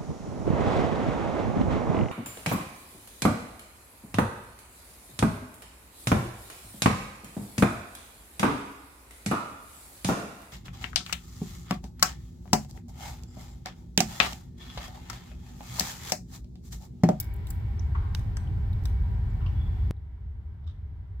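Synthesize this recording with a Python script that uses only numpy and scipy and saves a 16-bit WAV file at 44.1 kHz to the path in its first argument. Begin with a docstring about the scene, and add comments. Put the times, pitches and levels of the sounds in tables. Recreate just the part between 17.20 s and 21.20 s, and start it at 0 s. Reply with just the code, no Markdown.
"""Sharp snaps of a sunflower husk, close to the microphones: a rat is cracking a seed in a yard.
Each bite sets off a spray of tiny fractures that ring husk and jaws, and its teeth tick on the kernel.
Far traffic rumbles under a faint machine hum, with two thin whistles and a few distant knocks and taps.
The background drops abruptly with a click and stays quieter; then the rat noses the soil with a rustle."""
import sys
import numpy as np
from scipy import signal
from scipy.fft import rfft, irfft
from scipy.io import wavfile

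SR = 44100
rng = np.random.default_rng(int(sys.argv[2]) if len(sys.argv) > 2 else 0)


def digitize_waveform(pressure):
    """Quantize a signal to 16-bit integers and store it at the path in sys.argv[1].

    Rows of a 2-D input are taken as channels; values are limited to [-1, 1].
    """
    field = np.atleast_2d(pressure).T
    bounded = np.clip(field, -1, 1)
    quanta = np.round(bounded * 32767).astype(np.int16)
    wavfile.write(sys.argv[1], SR, quanta)


N = 176400
T = np.arange(N) / SR
BIN_HZ = np.arange(N // 2 + 1) * SR / N
STRAIN_S = .006  # the creak before each break
YARD_T60_S, FAR_T60_S = 0.41, 0.86  # echo of near and of far sounds


def from_db(db):
    """Decibels to gain."""
    return 10 ** (np.asarray(db) / 20)


def unit_rms(x):
    """Scale to rms 1."""
    return x / np.sqrt(np.mean(x ** 2) + 1e-30)


def pan(db):
    """Constant-power gains, the left microphone db above the right."""
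    return unit_rms(from_db([[db / 2], [-db / 2]]))


def at_hz(points, hz):
    """Read a table on a log-frequency axis."""
    pitches, values = np.transpose(points)
    return np.interp(np.log(np.maximum(hz, 1)), np.log(pitches), values)


def add(out, break_s, sound):
    """Mix a burst in so that its break falls at break_s."""
    start = int((break_s - STRAIN_S) * SR)
    sound = sound[:, max(0, -start):]
    start = max(0, start)
    out[:, start:start + sound.shape[1]] += sound[:, :N - start]


def resonate(x, hz, width_hz):
    """One broad resonance."""
    edges = np.clip([hz - width_hz / 2, hz + width_hz / 2], 20, .48 * SR)
    return signal.sosfilt(signal.butter(2, edges, "band", fs=SR, output="sos"), x + 1e-18)


def burst(decay_s, modes, first_break, grain_s=.0004, grit_db=4.5):
    """A brief strain, an optional first break and a dying spray of uneven fractures ring the modes."""
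    t = T[:SR // 5]
    age = t - STRAIN_S
    strain = from_db(-15) * np.exp(-abs(age) / .002)
    soil_scatter = from_db(-16) * np.exp(-abs(age) / .007)
    dying = np.exp(-abs(age) / decay_s) + soil_scatter
    grains = np.clip(rng.standard_normal(len(t)), -2, 2)[(t / grain_s).astype(int)]
    envelope = np.where(age < 0, strain, dying) * from_db(grit_db * grains)
    spray = rng.standard_normal((2, len(t))) * envelope
    spray[:, int(STRAIN_S * SR)] += first_break
    out = 0
    for hz, width_hz, db, pan_db in modes:
        ring = resonate(spray, hz, width_hz)
        energy = width_hz / 500  # wider modes carry more
        ring *= np.sqrt(energy / np.sum(ring ** 2, axis=1, keepdims=True))
        out = out + ring * from_db(db) * pan(pan_db)
    return out


def yard_echo(x, echo_db, t60_s, treble_t60_s=0.27):
    """Diffuse reflections from fence and walls; the treble dies sooner."""
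    t = T[:SR // 2]
    noise = rng.standard_normal((2, len(t)))
    low = signal.sosfiltfilt(signal.butter(2, 7000, fs=SR, output="sos"), noise)
    tail = low * from_db(-60 * t / t60_s) + (noise - low) * from_db(-60 * t / treble_t60_s)
    tail *= 1 - np.exp(-t / 0.0076)  # reflections build up
    tail *= from_db(echo_db) / np.sqrt(np.sum(tail ** 2, axis=1, keepdims=True))
    return signal.fftconvolve(x, tail, axes=1)


def echoing_burst(decay_s, modes, echo_db, t60_s, first_break=0):
    """A burst and its echo, which arrives from all directions and so blurs the resonances."""
    blurred = []
    for hz, width_hz, db, pan_db in modes:
        wide_hz = width_hz + min(.22 * hz, 1190)
        blurred.append((hz, wide_hz, db - 10 * np.log10(wide_hz / width_hz), pan_db * 0.71))
    out = yard_echo(burst(decay_s, blurred, first_break), echo_db, t60_s)
    direct = burst(decay_s, modes, first_break)
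    out[:, :direct.shape[1]] += direct
    return out


# Bites close to the microphones. Each row: start in seconds, decay in seconds, echo in dB,
# then levels in dB of the knock, clack, snap, crack, tick and splinter ranges.
BITES = [(0.0002, 0.0058, -27, -33.5, -33, -30.5, -19.5, -24, -9.5),
         (0.025, 0.024, -25, -59.5, -44, -38, -36, -38, -35),
         (0.0410, 0.008, -24, -60, -52, -53, -43, -47, -35),
         (0.1383, 0.003, -11, -62, -67, -66, -68.5, -41.5, -35.5),
         (0.161, 0.0048, -14, -62, -73, -71, -62, -48, -45),
         (0.27, 0.0014, -5, -43, -38, -36, -49, -34, -36), (0.28, 0.028, -11, -60, -58, -55, -43, -42, -45),
         (0.3034, 0.002, -22, -38, -55, -59, -56, -23, -22.5),
         (0.3059, 0.0028, -10, -29.5, -49, -44, -32.5, -30, -28.5),
         (0.9484, 0.002, -10.5, -19, -23, -21.5, -23, -30.5, -34),
         (0.9765, .005, -7, -59, -60, -55, -55, -48, -45),
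         (0.993, 0.0027, -5, -56, -51, -38, -49, -42, -45.5),
         (1.169, 0.0025, -8.5, -19, -32.5, -48, -24, -27.5, -42),
         (1.53, .002, -11, -65, -61, -41.5, -59, -57, -47.5),
         (1.637, 0.004, -18.5, -62, -58.5, -50, -48, -54, -45.5),
         (1.6546, 0.0023, -8, -25, -42, -25.5, -31, -30, -33.5)]
# The centres of those six ranges in Hz.
RANGE_CENTRES_HZ = [1500, 2950, 3750, 5800, 8200, 13500]
# Husk and jaws. Each row: pitch in Hz, width in Hz, gain in dB, left over right in dB.
HUSK_MODES = [(674, 420, -8, -1), (1060, 330, 1.5, 2), (1500, 450, 1.5, 5.5), (2920, 340, 5.5, -7.5),
              (3690, 420, 6, -7), (5090, 1100, 4, -3.5), (6210, 260, 3.5, -0.5), (7700, 530, 3.5, 1.5),
              (8540, 580, -1, 2), (10300, 430, -5.5, 3), (11760, 1300, 1, 1), (13000, 1000, 4, 10),
              (14500, 1700, 1, 6.5)]


def husk_cracks():
    """Each bite splits the husk and weights its resonances differently."""
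    out = np.zeros((2, N))
    for start_s, decay_s, echo_db, *levels in BITES:
        colour = list(zip(RANGE_CENTRES_HZ, levels))
        modes = [(hz, width, db + at_hz(colour, hz), pan_db) for hz, width, db, pan_db in HUSK_MODES]
        add(out, start_s, echoing_burst(decay_s, modes, echo_db, YARD_T60_S, first_break=7.3))
    return out


# How alike the two microphones hear the background. Each row: frequency in Hz, correlation.
MIC_CORRELATION = [(40, 0.95), (110, 1), (250, 0.77), (500, 0.52), (1000, 0), (3000, 0), (12000, 0)]


def ambient_noise(spectrum):
    """Stereo noise of a given spectrum, alike in the bass and diffuse above; rms 1."""
    mid, side = rfft(rng.standard_normal((2, N)))
    alike = at_hz(MIC_CORRELATION, BIN_HZ)
    in_band = (BIN_HZ > spectrum[0][0]) & (BIN_HZ < spectrum[-1][0])
    pair = np.sqrt(1 + alike) * mid + np.sqrt(1 - alike) * side * [[1], [-1]]
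    return unit_rms(irfft(pair * from_db(at_hz(spectrum, BIN_HZ)) * in_band, N))


# Far traffic and the open air of the yard. Each row: frequency in Hz, relative density in dB.
RUMBLE_SPECTRUM = [(13, -53), (22, -17), (54, 1), (85, 0), (113, -5.5), (167, -20), (205, -21),
                   (236, -29.5), (350, -38), (460, -68.5), (770, -120)]
AIR_SPECTRUM = [(180, -30.5), (300, -3), (372, -7.5), (404, -1.5), (431, -11), (543, -13), (590, -12),
                (641, -13.5), (781, -6), (849, -11), (985, -9), (1140, -17.5), (1560, -15.5), (1700, -21),
                (1810, -15.5), (2140, -20), (2280, -20), (2520, -26.5), (3020, -25), (5050, -32.5),
                (6790, -41.5), (7500, -35.5), (9760, -47.5), (11700, -38.5), (15200, -39.5), (15800, -43.5)]
# The traffic's swell. Each row: time in seconds, gain in dB.
TRAFFIC_SWELL = [(0, -6), (0.7, -1.5), (1.5, -0.5), (2.2, -0.5), (2.7, -2)]


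def traffic_and_air():
    """Far traffic rumbles; tyre noise in the air's middle range partly follows its swell."""
    swell_db = np.interp(T, *np.transpose(TRAFFIC_SWELL))
    rumble = from_db(-26 + swell_db) * ambient_noise(RUMBLE_SPECTRUM) * pan(0.35)
    air = ambient_noise(AIR_SPECTRUM)
    tyre_change = (from_db(0.64 * swell_db) - 1) * resonate(air, hz=1080, width_hz=1500)
    return rumble + from_db(-53) * (air + tyre_change)


def wavering_tone(hz, width_hz):
    """A narrow line that wavers on its way through the air; rms 1."""
    offset = (BIN_HZ - hz) / (width_hz / 2)
    return unit_rms(irfft(rfft(rng.standard_normal((2, N))) / (1 + offset ** 2), N))


# A machine far from the yard. Each row: pitch in Hz, level before the drop in dB.
HUM_LINES = [(399, -64.5), (601, -77), (802, -67.5), (963.6, -67.5), (1095, -77.5), (1314, -83.5),
             (1588, -71), (1787, -78.5), (2250, -73.5)]


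def machine_hum():
    """A far machine hums in faint, wavering lines."""
    return sum(from_db(db) * wavering_tone(hz, width_hz=6.1) for hz, db in HUM_LINES)


# Whistles in the distance. Each row: start, attack and decay in seconds, pitch and width in Hz,
# level at the crest in dB.
FAR_WHISTLES = [(-.05, 0.055, 0.35, 2234, 170, -62.5), (2.34, 0.076, 0.16, 3406, 130, -61.5)]


def whistles():
    """Thin whistles swell and fade."""
    out = 0
    for start_s, attack_s, decay_s, hz, width_hz, db in FAR_WHISTLES:
        age = T - start_s
        envelope = np.clip(age / attack_s, 0, 1) * np.exp(-np.maximum(age - attack_s, 0) / decay_s)
        out = out + from_db(db) * envelope * wavering_tone(hz, width_hz)
    return out


# Nibbles close by. Each row: start in seconds, level in dB, pitch in Hz, decay in seconds.
NIBBLES = [(0.5935, -31, 5460, .0025), (0.5940, -26, 5960, .0025), (0.5945, -42, 3670, .0015),
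           (1.272, -33, 3070, .005), (1.5303, -32, 3610, .003), (2.1, -45.5, 7170, .005),
           (2.7660, -50, 3750, 0.0037)]


def tooth_ticks():
    """Teeth tick lightly on the kernel, each tick ringing one resonance."""
    out = np.zeros((2, N))
    for start_s, db, hz, decay_s in NIBBLES:
        mode = (hz, 510, db, -3.5)  # 510 Hz wide, louder on the right
        add(out, start_s, echoing_burst(decay_s, [mode], echo_db=-13.5, t60_s=YARD_T60_S))
    return out


def contacts(events, modes, echo_db, t60_s):
    """Soft, rough contacts on one object."""
    out = np.zeros((2, N))
    for start_s, db, decay_s in events:
        add(out, start_s, from_db(db) * echoing_burst(decay_s, modes, echo_db, t60_s))
    return out


# Knocks further off. Each row: start in seconds, gain in dB, decay in seconds.
FAR_KNOCKS = [(0.7480, -22, 0.0013), (0.7525, -14.5, 0.0064), (2.2050, -26, 0.042)]
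# The knocked object. Each row: pitch in Hz, width in Hz, gain in dB, left over right in dB.
KNOCK_RESONANCES = [(1037, 194, 7.5, 6), (1290, 170, 4.5, 0.5), (1840, 350, -7, 1.5),
                    (2840, 340, -18.5, -9.5)]


def knocks():
    """Dull knocks reach the microphones with a long echo."""
    return contacts(FAR_KNOCKS, KNOCK_RESONANCES, echo_db=-5.5, t60_s=FAR_T60_S)


# Taps further off. Each row: start in seconds, gain in dB, decay in seconds.
FAR_TAPS = [(2.2120, -43, .016), (2.2605, -32, 0.013), (2.3200, -52, 0.012)]
# The tapped object. Each row: pitch in Hz, width in Hz, gain in dB, left over right in dB.
TAP_RESONANCES = [(1100, 200, 10.5, -2.5), (2880, 340, 11, 0), (3700, 500, -3.5, -11.5),
                  (4430, 750, -3, -2)]


def taps():
    """Lighter contacts ring brighter resonances."""
    return contacts(FAR_TAPS, TAP_RESONANCES, echo_db=-8.5, t60_s=FAR_T60_S)


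# Far traffic and yard air after the drop. Each row: frequency in Hz, relative density in dB.
QUIET_RUMBLE = [(13, -60.5), (22, -23), (43, -10.5), (64, -4), (80, -4), (94, -7), (118, -18.5),
                (161, -24.5), (350, -46), (460, -81.5), (770, -120)]
QUIET_AIR = [(180, -39.5), (300, -5), (337, -3), (366, -11.5), (404, -2), (500, -14.5), (744, -10.5),
             (781, -7.5), (849, -15.5), (937, -8.5), (1120, -15.5), (1640, -16), (1870, -18), (2040, -16.5),
             (2300, -23.5), (2550, -28), (3100, -25.5), (5950, -38), (6800, -44), (7500, -38), (9900, -48),
             (11600, -40), (15600, -42)]


def dropping_background(drop_s=2.7098, fall_s=0.0015):
    """Traffic, air, hum and whistles give way, with a click, to quieter rumble, air and hum."""
    hum = machine_hum()
    loud = traffic_and_air() + hum + whistles()
    quiet = from_db(-37.5) * ambient_noise(QUIET_RUMBLE) * pan(0.35)
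    quiet += from_db(-65.5) * ambient_noise(QUIET_AIR) + from_db(-13.5) * hum
    before = np.clip((drop_s - T) / fall_s, 0, 1)
    click = from_db(-23.5) * np.exp(-abs(T - drop_s) / fall_s) * (T < drop_s)
    return before * loud + (1 - before) * quiet + click


# Nudges on the ground close by. Each row: start in seconds, gain in dB, decay in seconds.
SNOUT_NUDGES = [(3.4400, -50, .012), (3.4665, -42.5, .004), (3.4738, -33, 0.0057), (3.4850, -40.5, 0.0054),
                (3.4950, -38.5, .005), (3.5070, -42, .010)]
# Loose soil. Each row: pitch in Hz, width in Hz, gain in dB, left over right in dB.
SOIL_RESONANCES = [(1190, 320, 0, -7), (3150, 330, -2, 0.5), (3650, 320, 2.5, -2.5), (5000, 1100, -11, -8),
                   (7450, 550, -18.5, 3.5)]


def soil_rustle():
    """The snout stirs husks and crumbs."""
    return contacts(SNOUT_NUDGES, SOIL_RESONANCES, echo_db=-11.5, t60_s=YARD_T60_S)


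def scene(right_lag_s=.00012):
    """The rat close by, knocks and taps further off, the background all round."""
    rat = husk_cracks() + tooth_ticks() + soil_rustle()
    rat[1] = np.pad(rat[1], (int(right_lag_s * SR), 0))[:N]  # the left microphone is nearer
    return rat + knocks() + taps() + dropping_background()


def record(dry):
    """The top is cut steeply above 15.9 kHz."""
    return signal.sosfilt(signal.ellip(10, .1, 80, 15900, fs=SR, output="sos"), dry)


dry = scene()
out = record(dry)
digitize_waveform(out)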